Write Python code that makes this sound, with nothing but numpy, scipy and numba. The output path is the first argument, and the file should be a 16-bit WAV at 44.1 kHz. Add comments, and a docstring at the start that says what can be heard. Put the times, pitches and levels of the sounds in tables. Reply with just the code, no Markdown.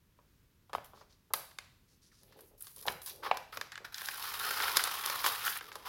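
"""Sharp plastic snaps and dull pops, close up in a small room: hands are opening a blister pack over a table.
The stiff shell buckles and its dome flips over, while fingers rub and slide on it. The glued card backing
rips away in a flutter, crackle and fizz of breaking fibres: a few short tugs, then one long tear that
stops abruptly, and a little last handling."""
import sys
import numpy as np
from scipy import signal
from scipy.fft import rfft, irfft, next_fast_len
from scipy.io import wavfile
from scipy.ndimage import uniform_filter1d
from numba import njit

SR = 44100
rng = np.random.default_rng(int(sys.argv[2]) if len(sys.argv) > 2 else 0)


def inscribe(sig):
    """Save sig as 16-bit PCM at rate SR to the path in sys.argv[1].

    A 1-D sig is mono; a 2-D sig holds one channel per row.
    Samples are clipped to [-1, 1] before scaling.
    """
    pcm = np.round(np.clip(np.atleast_2d(sig).T, -1, 1) * 32767)
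    wavfile.write(sys.argv[1], SR, pcm.astype(np.int16))


N = 259515
TIME = np.arange(N) / SR

# Tone of the still room. Each row: frequency in Hz, level in dB.
AIR_EQ = [(15, -32), (25, -2), (102, 0), (476, -18), (754, -28), (936, -22), (5280, -28), (8590, -33),
          (13200, -28), (16000, -31)]
# The room's ring. Each row: band centre in Hz, time to fade 60 dB in seconds, level in dB.
ROOM_BANDS = [(342, 0.4, -3), (886, 0.54, -8.5), (1900, 0.46, -9.5), (3480, 0.55, -9), (8000, 0.53, -10),
              (13100, 0.38, -7.5)]
# The pack bumps the table. Each row: start in seconds, level in dB.
TABLE_BUMPS = [(0.738, -49), (1.331, -55.5), (2.875, -46.5), (3.31, -59), (3.579, -57)]
# Resonances of the plastic shell. Each row: pitch in Hz, width in Hz, gain in dB.
SHELL_MODES = [(438, 197, 9), (845, 55, 3), (960, 230, -6.5), (1700, 360, -2), (2280, 33, -2.5),
               (3460, 340, -5), (4000, 190, 0), (4930, 800, -2.5), (11050, 1900, 8)]
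# How the card radiates. Each row: frequency in Hz, gain in dB.
CARD_EQ = [(400, -52.5), (720, 2), (1120, -1), (1800, -0.5), (2500, -8.5), (3500, -9), (5000, -10.5),
           (6400, -14.5), (8000, -22), (11300, -11.5), (13500, -16), (15600, -17.5), (16500, -21)]
# The card flap's note moves as the hands bend and free it. Each row: time in seconds, pitch in Hz.
FLAP_PITCH = [(1.34, 1220), (1.59, 2280), (2.85, 1030), (3.27, 980), (3.42, 940), (3.65, 1700),
              (4.11, 1530), (4.22, 1115), (4.5, 1420), (4.82, 1230), (5.14, 1130), (5.37, 1140),
              (5.57, 1700), (5.68, 1180)]
# Fingers tighten on the hollow shell. Each row: start in seconds, length in seconds, level in dB.
FINGER_GRIPS = [(0.948, 0.1, -77), (2.21, 0.15, -73.5), (2.355, 0.07, -63.5), (2.498, 0.041, -68),
                (2.754, 0.073, -69), (2.863, 0.016, -46.5), (3.106, 0.11, -63.5), (3.22, 0.061, -53),
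                (3.521, 0.089, -63), (3.796, 0.015, -59.5), (5.614, 0.46, -65.5)]
# Fingertips slide. Each row: start in seconds, length in seconds, level in dB, centre of the hiss in Hz.
FINGER_SLIDES = [(0.947, .07, -72, 5670), (1.093, 0.037, -72, 5500), (1.345, 0.0088, -47, 12500),
                 (1.877, 0.067, -76.5, 6600), (2.015, 0.064, -71.5, 6500), (2.118, 0.11, -72.5, 6400),
                 (2.23, 0.058, -74, 12100), (2.273, 0.17, -75.5, 3730), (2.363, 0.13, -72, 11600),
                 (2.575, 0.37, -64.5, 13200), (3.017, 0.078, -55, 13800), (3.09, 0.01, -53, 4930)]
# Close modes of the dome, beating as it rings on.
# Each row: pitch in Hz, level in dB, time to fade 60 dB in seconds.
DOME_PARTIALS = [(520, -14, 0.32), (651, -9, 0.21), (757, 0, 0.33), (840, -3.5, 0.41), (937, -6, 0.38),
                 (990, -1, 0.34), (1100, -10, 0.25), (1360, -21, 0.23)]
# The dome buckles. 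Each row: start in seconds, dome pitch in Hz, dome level in dB, rim pitch in Hz,
# rim level in dB, the dome's lag behind the rim in seconds, after-ring level in dB, room send in dB.
DOME_POPS = [(0.7501, 926, -20, 2200, -37.5, .0002, -60, -14),
             (0.7825, 865, -33, 2400, -43, 0.00028, -58, -8),
             (2.8755, 960, -26.5, 3560, -36, 0.00016, -58, -15),
             (2.8816, 906, -25, 3800, -19, 0.00045, -51, -7.5),
             (3.3125, 982, -11, 2635, -20, 0.00096, -38, -5.5)]
# Shell and glue snap. Each row: start in seconds, ring time in seconds, level in dB,
# strongest frequency in Hz, roll-off to either side in dB per octave.
SHELL_SNAPS = [(0.188, 0.0093, -54, 850, 16), (0.6947, 0.0079, -57.5, 600, 5.5),
               (0.7316, 0.004, -40, 940, 5.5), (0.737, 0.0034, -39, 940, 9), (0.7499, 0.004, -33.5, 870, 9),
               (0.934, 0.014, -50.5, 700, 12.5), (0.972, 0.018, -58.5, 900, 10),
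               (1.011, 0.014, -51, 845, 10.5), (1.304, 0.0074, -54.5, 595, 12),
               (1.3358, 0.0015, -30, 11000, 12), (1.3367, 0.004, -33.5, 2200, 2),
               (1.511, 0.0069, -59.5, 2300, 6), (1.5861, 0.0025, -39.5, 2660, 7.5),
               (2.233, 0.0023, -64, 11000, 5), (2.323, 0.014, -64.5, 1700, 3),
               (2.39, 0.0079, -64, 900, 1.5), (2.407, 0.0067, -56.5, 11000, 9),
               (2.607, 0.007, -45.5, 12000, 35), (2.623, 0.0021, -39.5, 12000, 36),
               (2.669, .005, -53, 7000, 3.5), (2.7621, 0.003, -51, 11100, 8.5),
               (2.812, 0.0015, -52, 11000, 8), (2.8252, 0.012, -51, 11400, 5),
               (2.8546, 0.005, -41, 686, 13), (2.8652, 0.018, -44, 11000, 4.5),
               (2.882, 0.0042, -31.5, 1900, 8.5), (2.898, 0.0078, -38, 700, 18),
               (3.0176, 0.0036, -52.5, 11000, 3.5), (3.061, 0.008, -43, 11500, 6.5),
               (3.0721, 0.018, -45.5, 8000, 4.5), (3.16, .002, -59, 11000, 6),
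               (3.2648, .008, -32.5, 1000, 14), (3.3127, 0.0029, -18, 1210, 16.5),
               (3.3711, 0.0036, -43, 3000, 3.5), (3.572, 0.003, -40.5, 1700, 3.5),
               (3.6123, 0.0035, -35, 2400, 7.5), (3.719, 0.0061, -43.5, 2630, 8.5),
               (3.7558, 0.0023, -33.5, 2680, 22), (3.777, 0.0033, -44, 1930, 8),
               (3.8494, 0.0071, -45, 2440, 8), (3.944, .002, -36, 3900, 14), (3.982, .002, -38, 3900, 22),
               (4.017, 0.0039, -44.5, 1900, 5.5), (4.058, 0.0026, -37.5, 7340, 11.5),
               (4.0859, 0.0021, -33, 2360, 8.5), (4.109, 0.0052, -48, 11000, 14),
               (4.135, 0.0018, -49, 1600, 19), (4.159, 0.0016, -49.5, 1500, 7),
               (4.319, 0.0024, -51, 1600, 5), (4.34, 0.0016, -45, 2500, 4), (4.451, 0.00092, -43, 4000, 13),
               (4.5096, 0.0015, -37.5, 2200, 4), (4.543, 0.0018, -44, 1900, 5),
               (4.6019, 0.0027, -31.5, 1530, 9.5), (4.622, 0.0023, -36.5, 4500, 17),
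               (4.6348, 0.0029, -30, 1500, 14), (4.681, 0.0014, -33, 1810, 15), (4.695, .002, -42, 4500, 6),
               (4.763, .002, -41, 4500, 2), (4.768, .002, -36, 7000, 3), (4.7697, 0.0026, -23.5, 5800, 4.5),
               (4.7924, 0.011, -30.5, 1700, 13), (4.8387, 0.002, -31, 8000, 5),
               (4.8595, .004, -34.5, 1400, 13), (4.8729, 0.0036, -40, 2000, 5.5),
               (4.892, 0.0033, -40, 1500, 17), (4.912, 0.0012, -48.5, 4000, 2), (4.97, .0015, -50, 3000, 2),
               (5.037, 0.0077, -39, 2530, 6.5), (5.0607, 0.0012, -35, 10000, 3.5),
               (5.0984, 0.0038, -36, 2480, 3), (5.14, .005, -35, 1200, 12),
               (5.2417, 0.0094, -32.5, 1400, 3.5), (5.262, 0.0051, -28.5, 1900, 5.5),
               (5.286, .003, -41, 3800, 8), (5.347, .002, -52, 1400, 11), (5.419, 0.0046, -41.5, 1600, 17),
               (5.467, 0.0039, -37, 2000, 7), (5.478, 0.0043, -32, 1900, 11.5),
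               (5.566, 0.0042, -39, 2000, 16), (5.5735, .001, -40.5, 12000, 19),
               (5.609, 0.0039, -42.5, 1600, 8), (5.642, 0.0027, -56, 2200, 4),
               (5.7173, 0.003, -46.5, 1700, 8), (5.726, 0.0098, -55, 4500, 6),
               (5.7547, 0.0061, -47, 600, 1)]
# Edges in Hz of a snap's four registers: thud, knock, crack and tick.
REGISTER_EDGES_HZ = [300, 1100, 3200, 7500, 16500]
# Short tugs at the card. Each row: start in seconds, length in seconds, level in dB,
# brightness in dB (fizz up, flutter down).
CARD_TUGS = [(0.741, 0.0067, -59, -0.5), (0.841, 0.0067, -66.5, 6.5), (.94, 0.077, -79, -3.5),
             (1.35, 0.11, -83, 11), (2.604, 0.093, -68.5, 5), (2.765, 0.031, -64.5, 6),
             (2.884, 0.031, -55.5, 2), (3.058, 0.041, -59.5, 8), (3.224, 0.056, -52, -9),
             (3.33, 0.026, -60, -7), (3.522, 0.025, -54.5, -3.5), (3.725, 0.023, -65.5, -9.5),
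             (3.843, 0.0064, -55.5, -7), (3.92, 0.173, -57.5, -1.5), (5.246, 0.025, -42, 4),
             (5.446, 0.056, -60.5, 18), (5.454, 0.012, -51, -10), (5.585, 0.11, -62, -2.5),
             (5.72, 0.15, -66, -3.5), (5.848, 0.06, -51.5, -5)]
# The long pull that rips the card off. Each row: time in seconds, effort in dB.
PULL_EFFORT = [(3.98, -54.5), (4.15, -51), (4.25, -45.5), (4.32, -48.5), (4.48, -40.5), (4.54, -44),
               (4.62, -40.5), (4.8, -43), (4.98, -45.5), (5.02, -48.5), (5.05, -43), (5.13, -44.5),
               (5.225, -45.5), (5.28, -40.5), (5.4, -49), (5.44, -43.5), (5.48, -45), (5.54, -49),
               (5.585, -49)]

PULL_START_S, PULL_END_S, FULL_PULL_DB = 3.965, 5.592, -42
# Layers riding the long pull. Each pair: offset at full pull in dB, dB gained per dB of effort.
FLUTTER, CRACKLE, FIZZ, RUB, RUMBLE = (3.6, 1.4), (0.16, 1), (-0.87, 0.68), (-12.5, 2), (-22, 1)
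ATTACK_S, BUILD_DB, RELEASE_S = 0.0058, 1.5, 0.019  # a hand catches quickly, builds up and lets go


def undb(db):
    """Decibels to gain."""
    return 10 ** (np.asarray(db) / 20)


def unit(x):
    """Scale to rms 1."""
    return x / np.sqrt(np.mean(x ** 2))


def steady(x, window=2400):
    """Ride the level over some hundredths of a second, keeping the grain."""
    return x / np.sqrt(uniform_filter1d(x ** 2, window) + 0.0011 * np.mean(x ** 2))


def curve(points):
    """Automation lane: straight lines through (seconds, value) points."""
    return np.interp(TIME, *np.transpose(points))


def walk(rate):
    """Random drift: a straight glide to a new value, rate times a second; spread near 1."""
    hold = int(SR / rate)
    steps = np.repeat(rng.standard_normal(N // hold + 1), hold)
    return 1.17 * uniform_filter1d(steps, hold)[:N]


def band(x, lo_hz, hi_hz, order=3):
    """Causal band-pass."""
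    sos = signal.butter(order, [lo_hz, min(hi_hz, .45 * SR)], "band", fs=SR, output="sos")
    return signal.sosfilt(sos, x + 1e-18)


def colour(x, points):
    """Equalise a sound through (Hz, dB) points."""
    hz, db = np.transpose(points)
    size = next_fast_len(len(x), real=True)
    bin_hz = np.maximum(np.arange(size // 2 + 1) * SR / size, 1)
    gain = undb(np.interp(np.log(bin_hz), np.log(hz), db))
    return irfft(rfft(x, size) * gain, size)[:len(x)]


@njit
def resonate(x, hz, width_hz):
    """State-variable band-pass whose centre moves; gain 1 at the centre."""
    out, band_state, low_state = np.empty(len(x)), 0., 0.
    for i in range(len(x)):
        tuning, damping = np.tan(np.pi * hz[i] / SR), width_hz / hz[i]
        passed = (band_state + tuning * (x[i] - low_state)) / (1 + tuning * (tuning + damping))
        band_state = 2 * passed - band_state
        low_state += 2 * tuning * passed
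        out[i] = damping * passed
    return out


def breaks(rate, spread_db, cap_db=0):
    """Tiny random fractures or slips, rate a second; a few stand out, or sink if spread_db is negative."""
    out = np.zeros(N)
    at = np.flatnonzero(rng.random(N) < rate / SR)
    size_db = np.minimum(spread_db * rng.exponential(size=N)[at], cap_db)
    out[at] = undb(size_db) * rng.choice([-1, 1], N)[at]
    return out


def stroke(start, length):
    """Envelope of one stroke of a hand: attack, build-up, release."""
    age = np.maximum(TIME - start, 0)
    build = undb(BUILD_DB * (np.minimum(age / length, 1) + 1.5))
    release = np.exp(-np.maximum(age - length, 0) / RELEASE_S)
    return np.minimum(age / ATTACK_S, 1) * build * release


def pull(layer):
    """Gain of a layer that follows the effort of the long pull."""
    offset_db, slope = layer
    gate = np.clip(np.minimum(TIME - PULL_START_S, PULL_END_S - TIME) / ATTACK_S, 0, 1)
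    return gate * undb(FULL_PULL_DB + offset_db + slope * (curve(PULL_EFFORT) - FULL_PULL_DB))


def air(level_db=-67.8, drift_db=.7):
    """Low rumble and faint hiss of the still room."""
    return undb(level_db + drift_db * walk(5)) * unit(colour(rng.standard_normal(N), AIR_EQ))


def room(x, onset_s=0.0025):
    """Reflections from table and walls build up quickly and fade in about half a second."""
    t = np.arange(SR // 2) / SR
    centres = np.array(ROOM_BANDS)[:, 0]
    edges = [60, *np.sqrt(centres[1:] * centres[:-1]), 18000]
    response = 0
    for (_, t60, db), lo, hi in zip(ROOM_BANDS, edges, edges[1:]):
        fade = undb(-60 * t / t60) * (1 - np.exp(-(t / onset_s) ** 2))
        reflections = band(rng.standard_normal(len(t)), lo, hi)
        response = response + undb(db) * reflections * fade / np.linalg.norm(fade)
    return signal.oaconvolve(x, response)[:N]


def table_rumble(trim_db=-3, decay_s=0.048):
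    """The table top rumbles softly when the pack bumps it and while the hands strain."""
    bumps = sum(undb(db) * (TIME > s) * np.exp(-np.abs(TIME - s) / decay_s) for s, db in TABLE_BUMPS)
    rumble = unit(band(breaks(rate=770, spread_db=11.5, cap_db=16), 51, 186, order=2))
    return rumble * (pull(RUMBLE) + bumps) * undb(trim_db)


def shell(x, direct_db=-3, detune=1):
    """A push on the pack is heard directly and through its resonances."""
    out = undb(direct_db) * x
    for hz, width, db in SHELL_MODES:
        out = out + undb(db) * signal.lfilter(*signal.iirpeak(hz * detune, hz / width, fs=SR), x)
    return out


def squeak(start_s=2.113, first_hz=2150, level_db=-61, octaves_per_s=32, decay_s=0.012):
    """Skin chatters on the plastic and slows down: a faint, rough rub that falls an octave."""
    age = np.maximum(TIME - start_s, 0)
    hz = first_hz * np.maximum(2 ** (-octaves_per_s * age), .5)
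    fade = np.minimum(age / ATTACK_S, 1) * np.exp(-age / decay_s)
    return undb(level_db) * fade * unit(resonate(rng.standard_normal(N), hz, width_hz=260.))


def slides(edge_ratio=1.485):
    """Fingertips glide over the pack: dense tiny slips, radiated by the card, make a soft hiss."""
    slips = colour(breaks(rate=2700, spread_db=-1), CARD_EQ)
    out = np.zeros(N)
    for s, length, db, hz in FINGER_SLIDES:
        hiss = unit(band(slips, hz / edge_ratio, hz * edge_ratio, order=2))
        out += undb(db) * stroke(s, length) * hiss
    return out


def finger_rub(trim_db=-3, scuff_db=-10):
    """Skin sticks and slips on the hollow pack, at each new grip and all through the long pull."""
    drag = pull(RUB) + sum(undb(db) * stroke(s, length) for s, length, db in FINGER_GRIPS)
    slips = shell(breaks(rate=900, spread_db=4, cap_db=8.5))
    body = steady(band(slips, 290, 715))
    scuff = undb(scuff_db) * steady(band(slips, 790, 1320))
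    return (body + scuff) * drag * undb(trim_db)


def dome_ring(t, waver=0.0255):
    """The dome's modes die away, wavering in pitch as the hands keep bending it."""
    out = 0
    for hz, db, t60 in DOME_PARTIALS:
        cycles = rng.random() + np.cumsum(hz * (1 + waver * walk(71.7)[:len(t)])) / SR
        out = out + undb(db - 60 * t / t60) * np.sin(2 * np.pi * cycles)
    return out * np.minimum(t / ATTACK_S, 1)


def wave_packet(t, hz, crest_s, fall=0.26):
    """A packet of bending waves swells and dies, falling in pitch through hz at its crest."""
    age = np.maximum(t, 0) / crest_s
    swell = (age * np.exp(1 - age)) ** 2
    pitch = hz * np.exp(-fall * np.tanh(age - 1))
    return swell * np.sin(2 * np.pi * np.cumsum(pitch) / SR)


def pops(shell_db=-17):
    """The dome flips: a quick high packet, a slower low one, then a ring. Gives direct and room send."""
    out = np.zeros((2, N + SR))
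    t = np.arange(SR // 2) / SR
    for s, dome_hz, dome_db, rim_hz, rim_db, lag_s, ring_db, send_db in DOME_POPS:
        rim = undb(rim_db) * wave_packet(t, rim_hz, crest_s=.0008)
        dome = undb(dome_db) * wave_packet(t - lag_s, dome_hz, crest_s=.001)
        pop = rim + dome
        pop += undb(shell_db) * band(shell(pop, direct_db=-21), 620, 9000, order=2)
        start = int(s * SR)
        out[:, start:start + len(t)] += [pop + undb(ring_db) * dome_ring(t), undb(send_db) * pop]
    return out[:, :N]


def smooth_power(spectrum, width_hz):
    """Power of a spectrum, averaged over neighbouring frequencies."""
    size = 2 * (len(spectrum) - 1)
    return np.abs(uniform_filter1d(np.abs(spectrum) ** 2, int(width_hz * size / SR) + 1)) + 1e-18


def burst(fade):
    """Scattered bending waves under an envelope; they carry all pitches about equally."""
    spectrum = rfft(rng.standard_normal(len(fade)) * fade, 2 * len(fade))
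    return irfft(spectrum / np.sqrt(smooth_power(spectrum, width_hz=700)))[:len(fade)]


def diffuse(x):
    """The room hears a snap from every side of the pack, so its narrow peaks and notches even out."""
    spectrum = rfft(x, 2 * len(x))
    gain = np.sqrt(smooth_power(spectrum, width_hz=1100) / (np.abs(spectrum) ** 2 + 1e-18))
    return band(irfft(spectrum * gain)[:len(x)], 456, 18000, order=2)


def snaps(kick=0.6, kick_s=0.0011, bend=.05):
    """The plastic gives: a kick, then bending waves die in milliseconds. Gives direct and room send."""
    out = np.zeros((2, N + SR))
    t = np.arange(SR // 16) / SR
    low_cut = signal.butter(2, 780, "high", fs=SR, output="sos")  # the shell is too small to radiate bass
    flap_hz = curve(FLAP_PITCH)
    lows, highs = REGISTER_EDGES_HZ[:-1], REGISTER_EDGES_HZ[1:]
    register_hz = np.sqrt(np.multiply(lows, highs))
    for s, ring_s, peak_db, peak_hz, roll_off in SHELL_SNAPS:
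        start = int(s * SR)
        waves = burst(np.exp(-t / max(ring_s, 1e-3)) + kick * np.exp(-t / kick_s))
        detune = np.exp(bend * rng.standard_normal())  # bending retunes the shell from snap to snap
        plastic = signal.sosfilt(low_cut, shell(waves, direct_db=-8.5, detune=detune))
        hollow_flap = 1.3 * resonate(plastic, np.full(len(t), flap_hz[start]), width_hz=250.)
        levels_db = peak_db - roll_off * np.abs(np.log2(register_hz / peak_hz))
        snap = 0
        for lo, hi, db in zip(lows, highs, levels_db):
            register = band(plastic + hollow_flap, lo, hi, order=5 if lo > lows[0] else 3)
            attack_rms = np.sqrt(np.mean(register[:SR // 100] ** 2))
            snap = snap + undb(db) * register / attack_rms
        out[:, start:start + len(t)] += [snap, diffuse(snap)]
    return out[:, :N]


def rasps(per_s=48, low_hz=1150, high_hz=5000, decay_s=0.0061, edge_ratio=1.23):
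    """Strips of the card's top layer let go one by one; each rasps at the pitch of its own length."""
    out = np.zeros(N + SR)
    t = np.arange(SR // 30) / SR
    effort = pull(CRACKLE)
    pull_s = PULL_END_S - PULL_START_S
    for when, pitch in rng.random((int(per_s * pull_s), 2)):
        start = int((PULL_START_S + when * pull_s) * SR)
        hz = low_hz * (high_hz / low_hz) ** pitch
        scratch = rng.standard_normal(len(t)) * np.exp(-t / decay_s)
        grain = band(scratch, hz / edge_ratio, hz * edge_ratio, order=2)
        attack_rms = np.sqrt(np.mean(grain[:SR // 200] ** 2))
        out[start:start + len(t)] += effort[start] * grain / attack_rms
    return out[:N]


def card(fractures, ring_s, scatter=1.0, paths=9):
    """Each fracture takes one of several paths through the card and echoes between its edges."""
    t = np.arange(SR // 50) / SR
    out = fractures
    for path in range(paths):
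        echo = rng.standard_normal(len(t)) * np.exp(-t / ring_s)
        on_path = fractures * (np.arange(N) % paths == path)
        out = out + scatter * signal.oaconvolve(on_path, echo / np.linalg.norm(echo))[:N]
    return colour(out, CARD_EQ)


def flex(x, hz, width_hz, wander, boost_db, bends_per_s=22):
    """A resonance of the bending card wanders about its centre by a share of it."""
    centre = hz * np.exp(np.clip(wander * walk(bends_per_s), -.6, .6))
    return x + undb(boost_db) * resonate(x, centre, float(width_hz))


def tear_gains():
    """Envelopes of flutter, crackle and fizz: the long pull plus the short tugs."""
    gains = np.array([pull(FLUTTER), pull(CRACKLE), pull(FIZZ)])
    for s, length, db, bright in CARD_TUGS:
        tug = np.outer(undb([db - bright, db, db + bright]), stroke(s, length))
        gains = np.hypot(gains, tug)
    return gains


def tear(flutter_db=-1, crackle_db=-1, free_run_db=-39, jerk_db=2.7, lurch_db=1.8):
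    """Fibre bundles give way in jerks and flap the card; glue spots crack; single fibres fizz on top."""
    flutter_gain, crackle_gain, fizz_gain = tear_gains()
    pace = np.clip(flutter_gain / undb(free_run_db), 0.26, 1)  # a slow peel crackles, a fast one hisses
    jerk = undb(jerk_db * walk(170) + lurch_db * walk(60))  # the tear front sticks and slips
    bundles = unit(breaks(rate=1200 * pace, spread_db=1, cap_db=13))
    glue = unit(breaks(rate=2200 * pace, spread_db=-1.5))
    fibres = unit(breaks(rate=6000 * pace, spread_db=2, cap_db=40))
    tough_strands = .55 * unit(breaks(rate=110, spread_db=4, cap_db=12))

    flutter = card(jerk * bundles, ring_s=0.0099, scatter=0.69)
    flutter = flex(flutter, curve(FLAP_PITCH), width_hz=210, wander=.08, boost_db=8.5)
    crackle = card(jerk * (glue + .5 * bundles) + tough_strands, ring_s=0.0046)
    crackle = shell(crackle, direct_db=8)  # the glue sits on the plastic and rings it too
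    crackle = flex(crackle, hz=3900, width_hz=150, wander=0.094, boost_db=2)
    fizz = card(jerk * (fibres + .5 * bundles) + tough_strands, ring_s=0.0017)
    return (steady(band(flutter, 755, 2400, order=4)) * flutter_gain * undb(flutter_db)
            + steady(band(crackle, 2550, 5800)) * crackle_gain * undb(crackle_db)
            + steady(band(fizz, 6750, 17600)) * fizz_gain)


def scene():
    """The pack in the hands, in its room; just as the long pull ends the scene changes: the sound and the
    room's ring break off at once, and a little last handling follows."""
    snapped, snap_send = snaps()
    popped, pop_send = pops()
    handling = tear() + rasps() + finger_rub() + slides() + squeak()
    send = handling + snap_send + pop_send
    gate = np.clip((PULL_END_S - TIME) / .002, 0, 1)  # shuts as the long pull ends
    gated_ring = gate * room(send * gate)
    late_ring = room(send * (1 - gate))
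    return (snapped + popped + handling + gated_ring + late_ring + table_rumble() + air())[None]


def record(dry, top_hz=16450):
    """A steep low-pass takes off the very top."""
    return signal.sosfilt(signal.ellip(10, .2, 70, top_hz, fs=SR, output="sos"), dry)


dry = scene()
out = record(dry)
inscribe(out)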